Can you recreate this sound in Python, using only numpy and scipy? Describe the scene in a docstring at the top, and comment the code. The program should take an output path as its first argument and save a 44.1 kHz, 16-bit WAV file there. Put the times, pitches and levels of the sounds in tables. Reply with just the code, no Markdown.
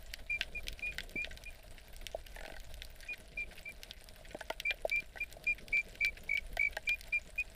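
"""Coral reef under water

Heard through a camera's waterproof housing. Snapping shrimp crackle all around, a few close by, as their
cavities collapse. Bubbles plop; small knocks and scuffs ring the housing. Runs of short fluttering
squeaks, like air forced through a wet seal, sound over slosh and a low rumble."""
import sys
import numpy as np
from scipy import signal
from scipy.fft import rfft, irfft
from scipy.io import wavfile

SR = 44100
rng = np.random.default_rng(int(sys.argv[2]) if len(sys.argv) > 2 else 0)


def transcribe(signal):
    """Save signal, clipped to [-1, 1], as a 16-bit WAV file at the path in sys.argv[1]."""
    frames = np.atleast_2d(signal).T
    limited = np.clip(frames, -1, 1)
    pcm = np.round(limited * 32767).astype(np.int16)
    wavfile.write(sys.argv[1], SR, pcm)


N = 332955


def amp(db):
    """Decibels to gain."""
    return 10 ** (np.asarray(db) / 20)


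def unit(x):
    """Scale to rms 1."""
    return x / np.sqrt(np.mean(x ** 2) + 1e-20)


def spread_over(x, seconds):
    """Scale to the energy of rms 1 held for that long."""
    return x * np.sqrt(seconds * SR / np.sum(x ** 2))


def spectrum_db(points, hz):
    """Interpolate (freq_hz, level_db) points on a log-frequency axis."""
    freq_hz, level_db = np.transpose(points)
    return np.interp(np.log(hz + 1), np.log(freq_hz), level_db)


def curve_db(points):
    """Interpolate (time_s, level_db) points at every sample."""
    return np.interp(np.arange(N) / SR, *np.transpose(points))


def add(mix, start_s, sound):
    """Mix a sound in at start_s."""
    part = mix[max(round(start_s * SR), 0):][:len(sound)]
    part += sound[:len(part)]


def noise(colour):
    """Steady noise with the given spectrum, rms 1."""
    gain = amp(spectrum_db(colour, np.fft.rfftfreq(N, 1 / SR)))
    return unit(irfft(rfft(rng.standard_normal(N)) * gain, N))


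def swells(rate_hz):
    """Scene-long slow random motion, rms 1."""
    hz = np.fft.rfftfreq(N, 1 / SR)
    return unit(irfft(rfft(rng.standard_normal(N)) * np.exp(-(hz / rate_hz) ** 2), N))


def wobble(rate_hz, size):
    """Short random wavering, rms about 1."""
    lowpass = signal.butter(2, rate_hz, fs=SR, output="sos")
    return unit(signal.sosfilt(lowpass, rng.standard_normal(SR // 2)))[-size:]


def scattered(per_s, values):
    """One random time per equal slot, each with that many random values in 0..1."""
    draws = rng.random((int(per_s * N / SR) + 1, 1 + values))
    return [((slot + place) / per_s, *rest) for slot, (place, *rest) in enumerate(draws)]


# Rumble spectrum: freq_hz, density_db
RUMBLE_SPECTRUM = [(8, -4.5), (22, 5.5), (40, 0), (62, -3.5), (80, -11.5), (130, -21.5), (300, -50)]
# Rumble envelope: time_s, level_db
RUMBLE_ENVELOPE = [(0.0, -51.5), (0.6, -52), (1.15, -54), (2.4, -55), (2.8, -50), (3.15, -58.5),
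                   (3.45, -55), (3.7, -56.5), (5.74, -56), (6.04, -52.5), (7.54, -54.5)]


def rumble(eddies_db, gain_db=2.5):
    """Moving water rumbles, swelling with the eddies."""
    return amp(curve_db(RUMBLE_ENVELOPE) + gain_db + eddies_db) * noise(RUMBLE_SPECTRUM)


# Slosh spectrum: freq_hz, density_db
SLOSH_SPECTRUM = [(90, 1.5), (180, 4.5), (300, -3.5), (450, 2), (620, -2), (800, -26.5), (1150, -43.5)]
# Slosh envelope: time_s, level_db
SLOSH_ENVELOPE = [(0.0, -70.5), (1.14, -59), (1.58, -69), (2.54, -69), (2.88, -70.5), (3.43, -60.5),
                  (3.85, -69), (5.25, -67), (5.59, -58.5), (6.08, -61.5), (6.25, -63.5), (7.55, -71)]


def slosh(eddies_db, gurgle_db=3):
    """The surface sloshes with the eddies and gurgles on top."""
    level_db = curve_db(SLOSH_ENVELOPE) + eddies_db / 2 + gurgle_db * swells(rate_hz=20)
    return amp(level_db) * noise(SLOSH_SPECTRUM)


# Far reef spectrum: freq_hz, density_db
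WASH_SPECTRUM = [(90, -6.5), (160, -3.5), (320, -10), (500, -11), (635, 3.5), (760, -7), (1150, -15.5),
                 (1580, -10.5), (2200, -19), (3800, -13), (6400, -26.5), (9700, -18.5), (11200, -25.5),
                 (15000, -29)]


def reef_wash(level_db=-63.5, shimmer_db=3):
    """The farthest snaps merge into a restless wash."""
    return amp(level_db + shimmer_db * swells(rate_hz=44)) * noise(WASH_SPECTRUM)


# Snap spectrum through the housing: freq_hz, gain_db
SNAP_SPECTRUM = [(150, -75), (620, -11), (900, -12), (1100, -27), (1300, -15.5), (1540, 6.5), (1720, -0.5),
                 (1900, 4.5), (3000, -0.5), (5600, -8.5), (6500, -16), (9500, -18), (11200, -22.5),
                 (13500, -19)]


def snap(tilt, ring_hz=3000, ring_db=0, ring_octaves=0.15, scatter_db=-5, scatter_t60_s=0.011,
         tail_db=-11, tail_t60_s=0.074, tail_hz=4200, size=4096):
    """A cavity collapses: ringing crack, quick echoes off surface and housing, dull tail from the reef."""
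    hz, t = np.fft.rfftfreq(size, 1 / SR), np.arange(size) / SR
    peak_db = ring_db / (1 + (np.log2((hz + 1) / ring_hz) / ring_octaves) ** 2)
    log_gain = np.log(amp(spectrum_db(SNAP_SPECTRUM, hz) + spectrum_db(tilt, hz) + peak_db))
    mirrored = np.r_[log_gain, log_gain[-2:0:-1]]
    crack = np.exp(np.conj(signal.hilbert(mirrored)))[:len(hz)]  # minimum phase
    quick, late = rng.standard_normal((2, size)) * (t > .0002)
    quick = quick * abs(quick) * amp(-60 * t / scatter_t60_s)
    late = late * amp(-60 * t / tail_t60_s)
    tail = rfft(late / np.linalg.norm(late)) * 2 / (1 + 1j * hz / tail_hz) ** 2
    paths = 1 + amp(scatter_db) * rfft(quick / np.linalg.norm(quick)) + amp(tail_db) * tail
    return spread_over(irfft(paths * crack, size), 0.025)


def crackle(per_s, spread_db, low_hz, high_hz, skirt_db, ring_db, tail_hz, bands=24):
    """Many small snaps of unequal size, each coloured by its own pitch; rms 1."""
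    out = np.zeros(N)
    for hz in np.geomspace(low_hz, high_hz, bands):
        nearness = np.minimum(rng.exponential(1, N), 2.6)
        impulses = amp(spread_db * nearness) * (rng.random(N) < per_s / bands / SR)
        tilt = [(hz / 2, skirt_db), (hz, 0), (hz * 2, skirt_db)]
        tick = snap(tilt, hz, ring_db, scatter_db=-7, scatter_t60_s=0.0074,
                    tail_db=-6, tail_t60_s=0.082, tail_hz=tail_hz)
        out += signal.oaconvolve(impulses, tick)[:N]
    return unit(out)


def shrimp_bed(ticks_db=-67, fizz_db=-66):
    """Far shrimp crackle all over the reef: full ticks and a fine bright fizz."""
    ticks = crackle(per_s=110, spread_db=4, low_hz=1985, high_hz=8000,
                    skirt_db=-8, ring_db=8.5, tail_hz=5450)
    fizz = crackle(per_s=135, spread_db=9.5, low_hz=6600, high_hz=15660,
                   skirt_db=-9.5, ring_db=15.5, tail_hz=10500)
    return amp(ticks_db) * ticks + amp(fizz_db) * fizz


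# Loudest distant snaps: start_s, level_db
DISTANT_SNAPS = [(0.867, -51.5), (0.922, -52), (1.309, -50), (3.028, -53), (3.134, -50), (3.577, -52),
                 (4.25, -54.5), (4.308, -53.5), (5.583, -52), (6.170, -51.5), (6.727, -54)]


def distant_shrimp(gain_db=3, swell_s=0.0043, faint_per_s=1.5, faint_db=-57, spread_db=5, size=3000):
    """Snaps arriving by many paths smear into short dull scratches; faint ones fall at random."""
    out = np.zeros(N)
    age = np.arange(size) / SR / swell_s
    faint = [(start_s, faint_db + spread_db * (strength - .5))
             for start_s, strength in scattered(faint_per_s, values=1)]
    for start_s, level_db in DISTANT_SNAPS + faint:
        paths = rng.standard_normal(size) ** 3 * age * np.exp(-age)
        scratch = signal.fftconvolve(paths, snap([(1800, 1), (3400, 2), (7000, -3)]))
        add(out, start_s - .002, amp(level_db + gain_db) * spread_over(scratch, 0.01))
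    return out


def near_snap(ring_hz, treble_db):
    """One close snap: the higher it rings, the thinner its body."""
    body_db = -4.5 - 5.5 * np.log2(ring_hz / 2950)
    tilt = [(1800, body_db), (3400, 0), (10000, treble_db)]
    return snap(tilt, ring_hz, ring_db=7, scatter_db=-1, tail_db=-9.5)


# Loudest close snaps: start_s, level_db, ring_hz, treble_db
NEAR_SNAPS = [(0.1388, -43.5, 4360, 6), (0.411, -35, 2980, -13), (0.4328, -51, 3650, -4),
              (0.67, -51, 3000, -1), (0.684, -42, 5860, -0.5), (0.794, -52, 2600, 0),
              (0.984, -40.5, 2040, -1), (1.0056, -46.5, 3520, -6), (1.2458, -44, 3780, -16),
              (1.3744, -53.5, 4060, 3), (1.9647, -56.5, 9000, 14), (2.0671, -44.5, 7550, 1.5),
              (2.4618, -53.5, 2820, 0), (2.7415, -55.5, 3680, 13), (2.8203, -47.5, 3500, -3),
              (2.849, -55.5, 4530, 15), (3.7217, -61, 10100, 19), (3.8339, -49.5, 5640, 3),
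              (3.9104, -47.5, 5830, -12), (4.042, -59.5, 8950, 21), (4.6013, -42.5, 3340, 4.5),
              (4.707, -38.5, 3400, -32), (4.8961, -45, 3940, 5.5), (4.9614, -54, 2650, 10),
              (5.3266, -54, 7100, 13), (5.6827, -54, 3440, 8), (5.7718, -53, 4170, 0),
              (6.0478, -39.5, 4450, -5), (6.0628, -52, 2670, 19), (6.3737, -44, 3000, -2.5),
              (6.8926, -40.5, 3130, 3), (7.0107, -51.5, 4570, 13)]


def near_shrimp(gain_db=1, faint_per_s=2.1, faint_db=-56, spread_db=4, low_hz=2700, high_hz=9000):
    """Close shrimp: loud snaps, with faint bright ones at random between them."""
    out = np.zeros(N)
    for start_s, level_db, ring_hz, treble_db in NEAR_SNAPS:
        add(out, start_s, amp(level_db + gain_db) * near_snap(ring_hz, treble_db))
    for start_s, strength, pitch in scattered(faint_per_s, values=2):
        level_db = faint_db + spread_db * (strength - .5)
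        ring_hz = low_hz * (high_hz / low_hz) ** pitch
        add(out, start_s, amp(level_db) * near_snap(ring_hz, treble_db=8))
    return out


# Housing modes: freq_hz, gain_db, t60_s
HOUSING_MODES = [(221, -5, 0.016), (328, -3.5, 0.023), (519, -2.5, 0.026), (627.6, 3, 0.04),
                 (814, -2.5, 0.042), (920, -33, 0.2), (1546, -1.5, 0.036), (1860, 0, 0.033)]


def knock(level_db, blow_hz, click_db, click_gain_db=4, rise_s=0.0016, detune=0.063, octave_off_db=-4.5):
    """A short push rings the housing modes near its own pitch, with a click of contact."""
    t = np.arange(SR // 10) / SR
    out = np.zeros(len(t))
    for freq_hz, gain_db, t60_s in HOUSING_MODES:
        swing = np.sin(2 * np.pi * freq_hz * (1 + detune * rng.standard_normal()) * t)
        ring = swing * amp(-60 * t / t60_s) * (1 - np.exp(-(t / rise_s) ** 2))
        drive_db = octave_off_db * np.log2(freq_hz / blow_hz) ** 2
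        out += amp(level_db + gain_db + drive_db) * spread_over(ring, 0.018)
    click = snap([(1800, -4), (3400, -4)], scatter_db=8, tail_db=-5.5)
    add(out, 0, amp(click_db + click_gain_db) * click)
    return out


# Scuffs on the housing: start_s, length_s, level_db, blow_hz, click_db
HOUSING_SCUFFS = [(2.363, 0.203, -53.5, 770, -61.5), (5.154, 0.017, -47.5, 1360, -70)]


def scuffs(slips_per_s=42, jitter_s=0.0026, ends_db=-2, uneven_db=2, wander_octaves=0.8):
    """Something slips across the housing in uneven little knocks, strongest midway."""
    out = np.zeros(N)
    for start_s, length_s, level_db, blow_hz, click_db in HOUSING_SCUFFS:
        slips = 2 + int(length_s * slips_per_s)
        for progress in np.linspace(0, 1, slips):
            late, pitch, force = rng.standard_normal(3)
            press_db = ends_db * (2 * progress - 1) ** 2 + uneven_db * force
            slip = knock(level_db + press_db, blow_hz * 2 ** (wander_octaves * pitch), click_db + press_db)
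            add(out, start_s + progress * length_s + jitter_s * late, slip)
    return out


# Knocks on the housing: start_s, level_db, blow_hz, click_db
HOUSING_KNOCKS = [(1.1553, -39, 150, -82), (4.346, -43, 433, -62), (4.408, -46.5, 1200, -57),
                  (4.501, -39.5, 780, -47.5), (4.709, -45.5, 1410, -58), (5.025, -46, 90, -66),
                  (6.5696, -45.5, 920, -49.5), (6.767, -40, 1240, -49.5)]


def knocks():
    """Single bumps on the housing, from soft thuds to hard taps."""
    out = np.zeros(N)
    for start_s, level_db, blow_hz, click_db in HOUSING_KNOCKS:
        add(out, start_s, knock(level_db, blow_hz, click_db))
    return out


# Bubble plops: start_s, peak_db, pitch_hz
PLOPS = [(1.272, -40.5, 610), (2.1459, -26.5, 609), (4.209, -47, 616), (4.737, -45, 557),
         (4.8496, -20.5, 602), (5.366, -41.5, 624)]


def bubbles(rise_s=0.0024, t60_s=0.028, glide_per_s=7):
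    """A pocket of air swells into a round ring and rises a little in pitch."""
    out, t = np.zeros(N), np.arange(SR // 20) / SR
    envelope = (1 - np.exp(-(t / rise_s) ** 3)) * amp(-60 * t / t60_s)
    envelope /= envelope.max()
    for start_s, peak_db, pitch_hz in PLOPS:
        phase = 2 * np.pi * pitch_hz * t * (1 + glide_per_s * t / 2)
        add(out, start_s, amp(peak_db) * envelope * np.sin(phase))
    return out


def reef_echo(dry, wet_db=-28, t60_s=0.16, size=4096):
    """Add faint scatter off sand, coral and surface."""
    paths = rng.standard_normal(size) * amp(-60 * np.arange(size) / SR / t60_s)
    return dry + amp(wet_db) * signal.oaconvolve(dry, paths / np.linalg.norm(paths))[:N]


def squeak(length_s, pitch_hz, glide_hz, flutter_hz, rise_s=0.012, fade_share=0.46,
           slack_hz=2290, steadying_hz=51.3, slack_flutter_db=10, first_pulse_s=0.0088, slowing=0.27,
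           stutter_db=1.5, stutter_s=0.006, rasp_db=0.37, scoop_hz=90, scoop_s=0.0053, droop_hz=55,
           bend_hz_per_db=5, waver_hz=15, second_db=-32.5, third_db=-39, overtone_rasp_db=4):
    """A seal-like whistle scoops up, glides and droops; flutter lifts pitch and level together."""
    t = np.arange(round(length_s * SR)) / SR
    progress = t / length_s
    drift, lag, grit, overtone_grit = (wobble(rate_hz, len(t)) for rate_hz in (50, 40, 260, 400))
    # A slacker seal whistles lower, flutters deeper and shuts later, more abruptly.
    slack = np.exp(min(slack_hz - pitch_hz, 0) / steadying_hz)
    fade = np.clip((1 - progress) / fade_share / (1 - 0.58 * slack), 0, 1)
    rate_hz = flutter_hz * (1 - slowing * progress + 0.096 * lag)
    cycles = np.cumsum(rate_hz) / SR - flutter_hz * first_pulse_s
    opening_db = stutter_db * np.exp(-t / stutter_s)
    depth_db = slack_flutter_db * slack * np.sqrt(fade) + opening_db
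    flutter_db = depth_db * np.cos(2 * np.pi * cycles) + (rasp_db + opening_db / 2) * grit
    attack = np.sin(np.pi / 2 * np.minimum(t / rise_s, 1)) ** 2
    flow = attack * np.sin(np.pi / 2 * fade) * amp(flutter_db)
    contour_hz = glide_hz * progress - droop_hz * (1 - fade) ** 2 - scoop_hz * np.exp(-t / scoop_s)
    bend_hz = contour_hz + bend_hz_per_db * flutter_db + waver_hz * drift
    phase = 2 * np.pi * np.cumsum(pitch_hz + bend_hz - np.average(bend_hz, weights=flow ** 2)) / SR
    overtones = amp(second_db) * np.sin(2 * phase) + amp(third_db) * np.sin(3 * phase)
    tone = np.sin(phase) + overtones * unit(amp(overtone_rasp_db * overtone_grit))
    body_rms = np.sqrt(np.mean(flow[progress < .65] ** 2) / 2)
    return flow * tone / body_rms


# Squeaks: start_s, length_s, level_db, mean_pitch_hz, glide_hz, initial_flutter_hz
SQUEAK_RUNS = [(0.293, 0.086, -35, 2387, -9, 75), (0.545, 0.056, -41, 2422, -80, 80),
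               (0.819, 0.1, -38.5, 2432, 62, 45), (1.154, 0.096, -37.5, 2386, 136, 42),
               (1.453, 0.05, -48, 2430, -2, 45), (3.081, 0.068, -41, 2443, -39, 36),
               (3.368, 0.079, -38.5, 2388, 27, 77), (3.651, 0.066, -44.5, 2356, 46, 45.3),
               (4.647, 0.082, -33.5, 2370, 82, 71.5), (4.91, 0.1, -32.5, 2365, 94, 82),
               (5.2, 0.045, -36.5, 2398, 2, 40), (5.463, 0.074, -31, 2410, -16, 116),
               (5.723, 0.095, -30, 2350, 55, 137.4), (6.0028, 0.1, -31.7, 2340, 49, 121),
               (6.288, 0.11, -33.5, 2286, 16, 52.8), (6.588, 0.1, -31, 2303, 70, 62.4),
               (6.869, 0.088, -32, 2398, 71, 49.7), (7.121, 0.068, -31.5, 2394, -10, 108),
               (7.376, 0.051, -33.5, 2472, 40, 46)]


def squeaks():
    """Three runs of squeaks, three to four a second, like air forced through a wet seal."""
    out = np.zeros(N)
    for start_s, length_s, level_db, pitch_hz, glide_hz, flutter_hz in SQUEAK_RUNS:
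        add(out, start_s, amp(level_db) * squeak(length_s, pitch_hz, glide_hz, flutter_hz))
    return out


def scene():
    """All sources sum at one microphone inside the housing."""
    shrimp = near_shrimp() + distant_shrimp() + shrimp_bed()
    foreground = knocks() + scuffs() + bubbles() + reef_echo(squeaks())
    eddies_db = 2 * swells(rate_hz=11)
    water = rumble(eddies_db) + slosh(eddies_db) + reef_wash()
    return (water + shrimp + foreground)[None]


def record(dry, cutoff_hz=15450):
    """Steep low-pass band limit."""
    lowpass = signal.firwin(255, cutoff_hz, window=("kaiser", 8), fs=SR)
    return signal.oaconvolve(dry, lowpass[None], "same")


dry = scene()
out = record(dry)
transcribe(out)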